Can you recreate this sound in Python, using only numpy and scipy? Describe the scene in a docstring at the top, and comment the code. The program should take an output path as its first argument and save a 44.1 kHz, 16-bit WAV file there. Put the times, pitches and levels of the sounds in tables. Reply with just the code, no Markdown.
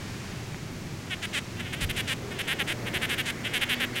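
"""A bed of distant rumble, faint hum and airy hiss; a grain of soil drops. From 1.1 s a digger wasp, close
by, loosens earth at its burrow. Its flight muscles shake its jaws against the soil, one click a cycle;
each push loads the muscles, so the buzz sags in pitch as it swells and sharpens, and in some the return
stroke strikes too. A light buzz fills some gaps. Near 1.9 s a low bump hits the microphone; then a far
roar and a rustle grow behind the digging, and three faint chirps come just before the end."""
import sys
import numpy as np
from scipy import signal
from scipy.fft import rfft, irfft
from scipy.io import wavfile
from scipy.ndimage import uniform_filter1d

SR = 44100
rng = np.random.default_rng(int(sys.argv[2]) if len(sys.argv) > 2 else 0)


def wrap_up_sound(samples):
    """Save the sound to the file named by the first command line argument, as 16-bit audio."""
    columns = np.atleast_2d(samples).T
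    # keep every value between -1 and 1, then stretch to whole-number steps
    tamed = np.clip(columns, -1, 1)
    steps = np.round(tamed * 32767).astype(np.int16)
    wavfile.write(sys.argv[1], SR, steps)


N = 176400

# Tone colours of the four noise beds. Each row: frequency in Hz, relative level in dB.
RUMBLE_TONE = [(20, -10), (40, -14), (65, -8.5), (95, -1), (125, 0), (180, -2), (260, -7), (370, -10),
               (520, -20), (800, -22.5), (1500, -41)]
HISS_TONE = [(300, -1.5), (1000, 0), (2300, 1.5), (3400, -4), (5000, -5), (6800, -7), (9000, -14.5),
             (12000, -20.5), (14500, -46), (16000, -38)]
ROAR_TONE = [(150, -15), (260, 1.5), (400, 3), (600, -1.5), (800, -6.5), (1200, -10), (2500, -34.5)]
RUSTLE_TONE = [(900, -17), (1500, 7), (2200, 10.5), (2800, -16), (5000, -20.5)]
# Fader moves for those beds. Each row: time in seconds, level in dB.
RUMBLE_FADER = [(0, -38.5), (1.2, -39), (1.9, -37.5), (2.6, -38.5), (4, -39.5)]
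HISS_FADER = [(0, -43.3), (.25, -43.5), (.45, -45), (4, -43.5)]
ROAR_FADER = [(0, -54.5), (1.2, -54), (1.9, -49.5), (2.35, -44.5), (3.0, -40), (3.3, -46.5), (3.6, -43),
              (4, -44.5)]
RUSTLE_FADER = [(0, -100), (2.0, -73), (2.8, -48), (3.35, -45.5), (4, -43.5)]
# Faint low hums, probably far traffic, and a brief 403 Hz tone near 2.3 s, probably the wasp's own free
# buzz. Each row: pitch in Hz, crest time in seconds, seconds from there to 3 dB down, crest level in dB.
HUMS = [(118, 2.8, 1.6, -46.5), (243, 3.92, .15, -39), (360, 3.3, 1., -51), (403, 2.33, .06, -43),
        (565, 3.05, .2, -53)]
# Falling soil. Each row: time in seconds, strength of the hit in dB.
CRUMB_HITS = [(.5453, -6.5)]
# The wasp's pushes. Each row: start and end in seconds, first and slowest stroke rate in Hz, share of
# the push at which it is slowest (capped at 0.95), level in dB, upper resonance boost in dB, edge trim
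# in dB, edge peak in Hz, return stroke in dB against the main stroke at full contact.
JAW_PUSHES = [(1.099, 1.147, 398, 358, 1, -4, 1, -7, 8600, -26),
              (1.219, 1.26, 394, 323.6, 0.62, -1.5, -1.5, -3, 8000, -18),
              (1.327, 1.394, 376, 276, 0.64, -3, 0.5, -1, 8060, -0.5),
              (1.59, 1.616, 400, 331.4, 0.9, -2.5, -3, -7, 8100, -18),
              (1.641, 1.687, 394, 350, 0.78, -9.5, -1.5, -11, 8100, -18),
              (1.724, 1.751, 450, 303, 0.73, -1.5, -2.5, -3, 9200, -20),
              (1.801, 1.851, 375.4, 270.7, 0.65, -3, 1, 4, 9800, -11),
              (1.89, 1.917, 405, 286.3, 0.84, -2.5, 3, 3.5, 10400, -14),
              (1.957, 2.014, 351.6, 254.7, 0.79, -2.5, 2, 2, 9900, -6),
              (2.07, 2.139, 356, 259, 0.62, -2, 1, 0, 8500, -4.5),
              (2.302, 2.334, 396, 360, 0.61, -4.5, -8.5, -10, 9000, -22),
              (2.383, 2.42, 383.5, 268, 0.67, -0.5, 1, -0.5, 10100, -16),
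              (2.47, 2.538, 367, 261, 0.43, 2.5, -2, -4, 9800, -14),
              (2.586, 2.627, 311, 269, 0.89, 4.5, -2.5, -6, 10300, -15),
              (2.669, 2.731, 363.7, 231, 0.63, 0, -1, -2, 9100, -7.5),
              (2.858, 2.892, 374.4, 307, 0.89, -2, -2.5, -6.5, 10000, -21),
              (2.933, 2.979, 316, 240.6, 0.77, 2.5, -1, -2.5, 9900, -16),
              (3.012, 3.06, 309.5, 251, 0.64, 3.5, -3.5, -4.5, 9800, -14),
              (3.086, 3.149, 317.3, 238, 0.76, 1.5, -1, -2, 10300, -10),
              (3.174, 3.217, 311, 249.8, 0.78, 1, 1, -1, 10700, -6.5),
              (3.25, 3.312, 327, 227.5, 0.63, 0, -2, -1.5, 9000, -4.5),
              (3.44, 3.482, 354, 288, 0.54, -3.5, 3.5, -3.5, 9150, -14),
              (3.529, 3.583, 295.7, 241, 0.72, 0.5, 2.5, 0.5, 9800, -13.5),
              (3.606, 3.644, 323, 263.7, 0.79, 2.5, 2, -2, 9850, -23),
              (3.687, 3.746, 318, 243, 0.83, 2, 3, -0.5, 11100, -16),
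              (3.794, 3.852, 307, 256.3, 0.68, 3.5, -1.5, -4.5, 11400, -16),
              (3.949, 3.996, 350, 264, 0.82, -4, 4.5, 1, 10600, -14)]
# Ring of wasp and soil, and the contact's sharp edge. Each row: frequency in Hz, gain in dB.
BODY_TONE = [(300, -23), (700, -11), (1100, -13), (1350, -6), (1600, 1.5), (2000, 4), (2400, 2),
             (2900, 5.5), (3400, 2.5), (4000, -13), (5000, -46), (7000, -28.5), (15000, -60)]
EDGE_TONE = [(1500, -6.5), (4000, 5), (5500, -2.5), (6800, -5.5), (8200, -5.5), (10500, -8), (12500, -9),
             (14000, -9), (16000, -16)]
# Light buzz between pushes. Each row: start and end in seconds, stroke rate in Hz, level in dB.
IDLE_BUZZES = [(1.57, 1.81, 371, -17.5), (1.91, 2.076, 381, -19.5), (2.33, 2.46, 363, -16),
               (2.53, 2.60, 360, -18.5), (2.97, 3.26, 365, -21.5), (3.47, 3.858, 361, -15.5)]
# Tone colour of the microphone bump. Each row: frequency in Hz, relative level in dB.
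BUMP_TONE = [(15, -5), (35, 5), (70, 5), (110, 9.5), (180, -12), (400, -60)]
# Far chirps. Each row: start in seconds, length in seconds, starting pitch in Hz, peak level in dB.
FAR_CHIRPS = [(3.742, .036, 4500, -46), (3.772, .025, 3450, -44), (3.932, .026, 4280, -46)]

LEAD_S, TRAIL_S = .006, .0048  # the jaws touch this long before and after a push
FREE_HZ, REBOUND = 431, .433  # unloaded stroke rate; share of the way back to it as a push ends
UPPER_HZ, UPPER_WIDTH_HZ = 3000, 1130  # the upper resonance, whose strength varies from push to push
EDGE_DB, EDGE_PEAK_DB, EDGE_WIDTH_HZ = -15.5, 11, 3050  # the edge's base gain and broad treble peak
EDGE_GLIDE, EDGE_WANDER = .27, .093  # shares by which that peak climbs in a push and strays per stroke
BITE_FROM, BITE_FULL = .3, .6  # contact at which the edge sets in, and at which it is fully sharp
RETURN_PHASE, RETURN_EDGE_DB, RETURN_EDGE_HZ = .455, 1, 7900  # return stroke: place in the cycle, edge


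def undb(db):
    """Decibels to gain."""
    return 10 ** (np.asarray(db) / 20)


def spectrum_db(tone, size):
    """A (Hz, dB) tone colour on the bins of a transform."""
    hz, db = np.array(tone).T
    return np.interp(np.log(np.fft.rfftfreq(size, 1 / SR) + 1), np.log(hz), db)


def noise(tone):
    """Coloured noise of rms 1."""
    x = irfft(rfft(rng.standard_normal(N)) * undb(spectrum_db(tone, N)), N)
    return x / x.std()


def drift(rate_hz):
    """Smooth random modulation with a spread of 1."""
    hold = int(SR / rate_hz)
    steps = np.repeat(rng.standard_normal(N // hold + 1), hold)
    x = uniform_filter1d(uniform_filter1d(steps, hold), hold)[:N]
    return x / x.std()


def clicks(times, gains, size=N, half_width=8):
    """Band-limited clicks at exact times."""
    at = times[:, None] * SR
    index = at.astype(int) + np.arange(1 - half_width, half_width + 1)
    shape = np.sinc(index - at) * np.sinc((index - at) / half_width)
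    return np.bincount(np.maximum(index, 0).ravel(), (shape * gains[:, None]).ravel(), size)[:size]


def ring(x, tone, boost_db=0, size=1024):
    """Ring x through a minimum-phase EQ: the tone colour plus boost_db."""
    cepstrum = irfft(np.log(undb(spectrum_db(tone, size) + boost_db)))
    cepstrum[1:size // 2] *= 2
    cepstrum[size // 2 + 1:] = 0
    return signal.oaconvolve(x, irfft(np.exp(rfft(cepstrum))))[:len(x)]


def bell(hz, width_hz, size=1024):
    """An EQ bell of height 1 on the bins of a transform."""
    return np.exp(-((np.fft.rfftfreq(size, 1 / SR) - hz) / width_hz) ** 2)


def bed(tone, fader, sway_db, sway_hz):
    """Coloured noise that rides its fader and sways a little in level."""
    level_db = np.interp(np.arange(N) / SR, *np.array(fader).T)
    return noise(tone) * undb(level_db + sway_db * drift(sway_hz))


def outdoors():
    """Distant rumble, steady hiss, a far roar that swells and a light rustle that fades in."""
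    rumble = bed(RUMBLE_TONE, RUMBLE_FADER, sway_db=.51, sway_hz=6.34)
    hiss = bed(HISS_TONE, HISS_FADER, sway_db=.44, sway_hz=3.3)
    roar = bed(ROAR_TONE, ROAR_FADER, sway_db=.27, sway_hz=8.44)
    rustle = bed(RUSTLE_TONE, RUSTLE_FADER, sway_db=1.1, sway_hz=20)
    return rumble + hiss + roar + rustle


def hums(waver=.00903, sway_db=3):
    """Faint wavering tones that come and go: probably far traffic and, at 403 Hz, the wasp's free buzz."""
    t, out = np.arange(N) / SR, np.zeros(N)
    for hz, crest_s, width_s, db in HUMS:
        phase = np.cumsum(hz * (1 + waver * drift(12))) / SR
        level = undb(db + sway_db * drift(8.2)) / np.hypot(1, (t - crest_s) / width_s)
        out += level * np.sin(2 * np.pi * phase)
    return out


def crumb(ring_hz=1990, decay_s=.0004):
    """A falling grain of soil gives one dead tick."""
    times, db = np.array(CRUMB_HITS).T
    t = np.arange(N // 500) / SR
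    tick = -.22 * np.sin(2 * np.pi * ring_hz * t) * np.exp(-t / decay_s)
    return signal.fftconvolve(clicks(times, undb(db)), tick)[:N]


def strokes(t, hz, jitter=.01):
    """Slightly uneven muscle strokes at a moving rate: times, periods and two random values for each."""
    phase = np.cumsum(hz) / SR
    count = np.arange(int(phase[-1]) + 1)
    chance = rng.standard_normal(size=(256, 3))[count].T
    times = np.interp(count + jitter * chance[0], phase, t)
    return times, 1 / np.interp(times, t, hz), chance[1:]


def contact(t, start, end, first_touch=.64, settle_s=.008, attack_share=.68, release_s=.012):
    """How firmly the jaws meet the soil in a push, 0-1: a first touch, a swell and a quick release."""
    touch = np.clip((t - start + LEAD_S) / (2 * LEAD_S + settle_s), 0, 1)
    swell = np.sin(np.pi / 2 * np.clip((t - start) / (attack_share * (end - start)), 0, 1))
    release = np.clip((end + TRAIL_S - t) / release_s, 0, 1)
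    return touch * (first_touch + (1 - first_touch) * swell) * release


def sharp_edge(at, gain, peak_hz, size, taps=256):
    """The bite of one stroke: a very short click with a broad treble peak."""
    click = clicks(np.array([at]), np.array([gain]), size)
    return ring(click, EDGE_TONE, EDGE_PEAK_DB * bell(peak_hz, EDGE_WIDTH_HZ, taps), taps)


def push(start, end, first_hz, slow_hz, slowest_at, db, upper_db, edge_db, edge_hz, return_db, size=4096):
    """The stroke rate sags under load and rebounds; each stroke rings, sharper as the jaws bite in."""
    t = np.arange(0, LEAD_S + end - start + TRAIL_S, 1 / SR)
    progress = np.clip((t - LEAD_S) / (end - start), 0, 1)
    slowest_at = min(slowest_at, .95)
    sag = (first_hz - slow_hz) * (1 - progress / slowest_at) ** 2
    rebound = REBOUND * (FREE_HZ - slow_hz) * np.abs((progress - slowest_at) / (1 - slowest_at)) ** 3
    rate_hz = slow_hz + np.where(progress < slowest_at, sag, rebound)
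    times, period, (force_scatter, peak_scatter) = strokes(t, rate_hz)
    grip = contact(times + start - LEAD_S, start, end)
    blow = grip * undb(db + 1.18 * force_scatter)
    bite = np.clip((grip - BITE_FROM) / (BITE_FULL - BITE_FROM), 0, 1)
    edge_gain = bite * undb(db + EDGE_DB + edge_db + .8 * force_scatter)
    climb = EDGE_GLIDE * (np.interp(times, t, progress) - .5)
    peak_hz = edge_hz * (1 + climb + EDGE_WANDER * peak_scatter)
    return_times = times + RETURN_PHASE * period
    return_share = grip ** 2 * undb(return_db)
    hits = clicks(times, blow, size) + clicks(return_times, blow * return_share, size)
    body = ring(hits, BODY_TONE, upper_db * bell(UPPER_HZ, UPPER_WIDTH_HZ))
    edges = sum(sharp_edge(*stroke, size) for stroke in zip(times, edge_gain, peak_hz))
    return_hits = clicks(return_times, edge_gain * return_share * undb(RETURN_EDGE_DB), size)
    return_edges = ring(return_hits, EDGE_TONE, EDGE_PEAK_DB * bell(RETURN_EDGE_HZ, EDGE_WIDTH_HZ))
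    return np.pad(body + edges + return_edges, (int((start - LEAD_S) * SR), N))[:N]


def idling():
    """Faster, much weaker strokes while the jaws barely touch, ducked under each push."""
    t, out = np.arange(N) / SR, np.zeros(N)
    waver = 1 + .05 * drift(25)
    for start, end, hz, db in IDLE_BUZZES:
        on = (t > start) & (t < end)
        times, _, (force_scatter, _) = strokes(t[on], hz * waver[on])
        duck = np.clip(1 - 2 * sum(contact(times, *row[:2]) for row in JAW_PUSHES), 0, 1)
        out += clicks(times, duck * undb(db + 1.1 * force_scatter))
    return ring(out, BODY_TONE)


def wasp(wet_db=-16, rise_s=.00079, decay_s=.005):
    """Pushes and light buzzing; the burrow walls scatter a short tail."""
    direct = sum(push(*row) for row in JAW_PUSHES) + idling()
    t = np.arange(N // 50) / SR
    tail = rng.standard_normal(len(t)) * np.exp(-t / decay_s) * np.minimum(t / rise_s, 1)
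    return direct + undb(wet_db) * signal.fftconvolve(direct, tail / np.linalg.norm(tail))[:N]


def bump(peak_s=1.853, db=-27, rise_s=.028, fall_s=.055):
    """A short low buffet on the microphone."""
    t = np.arange(N) / SR - peak_s
    return undb(db) * noise(BUMP_TONE) * np.exp(-np.maximum(-t / rise_s, t / fall_s))


def chirps(rise_hz_per_s=4400):
    """Thin, blurred rising notes, probably a far bird."""
    out = np.zeros(N)
    waver = 1 + .024 * drift(700)
    for start, length, hz, db in FAR_CHIRPS:
        t = np.clip(np.arange(N) / SR - start, 0, length)
        phase = np.cumsum((hz + rise_hz_per_s * t) * waver) / SR
        out += undb(db) * np.sin(np.pi * t / length) * np.sin(2 * np.pi * phase)
    return out


def scene():
    """The wasp up front and its surroundings behind, mixed in mono."""
    return (wasp() + crumb() + chirps() + outdoors() + hums() + bump())[None]


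def record(dry, top_hz=15850):
    """The recorder cuts the top with a steep low-pass."""
    return signal.sosfilt(signal.ellip(10, .1, 80, top_hz, fs=SR, output="sos"), dry)


dry = scene()
out = record(dry)
wrap_up_sound(out)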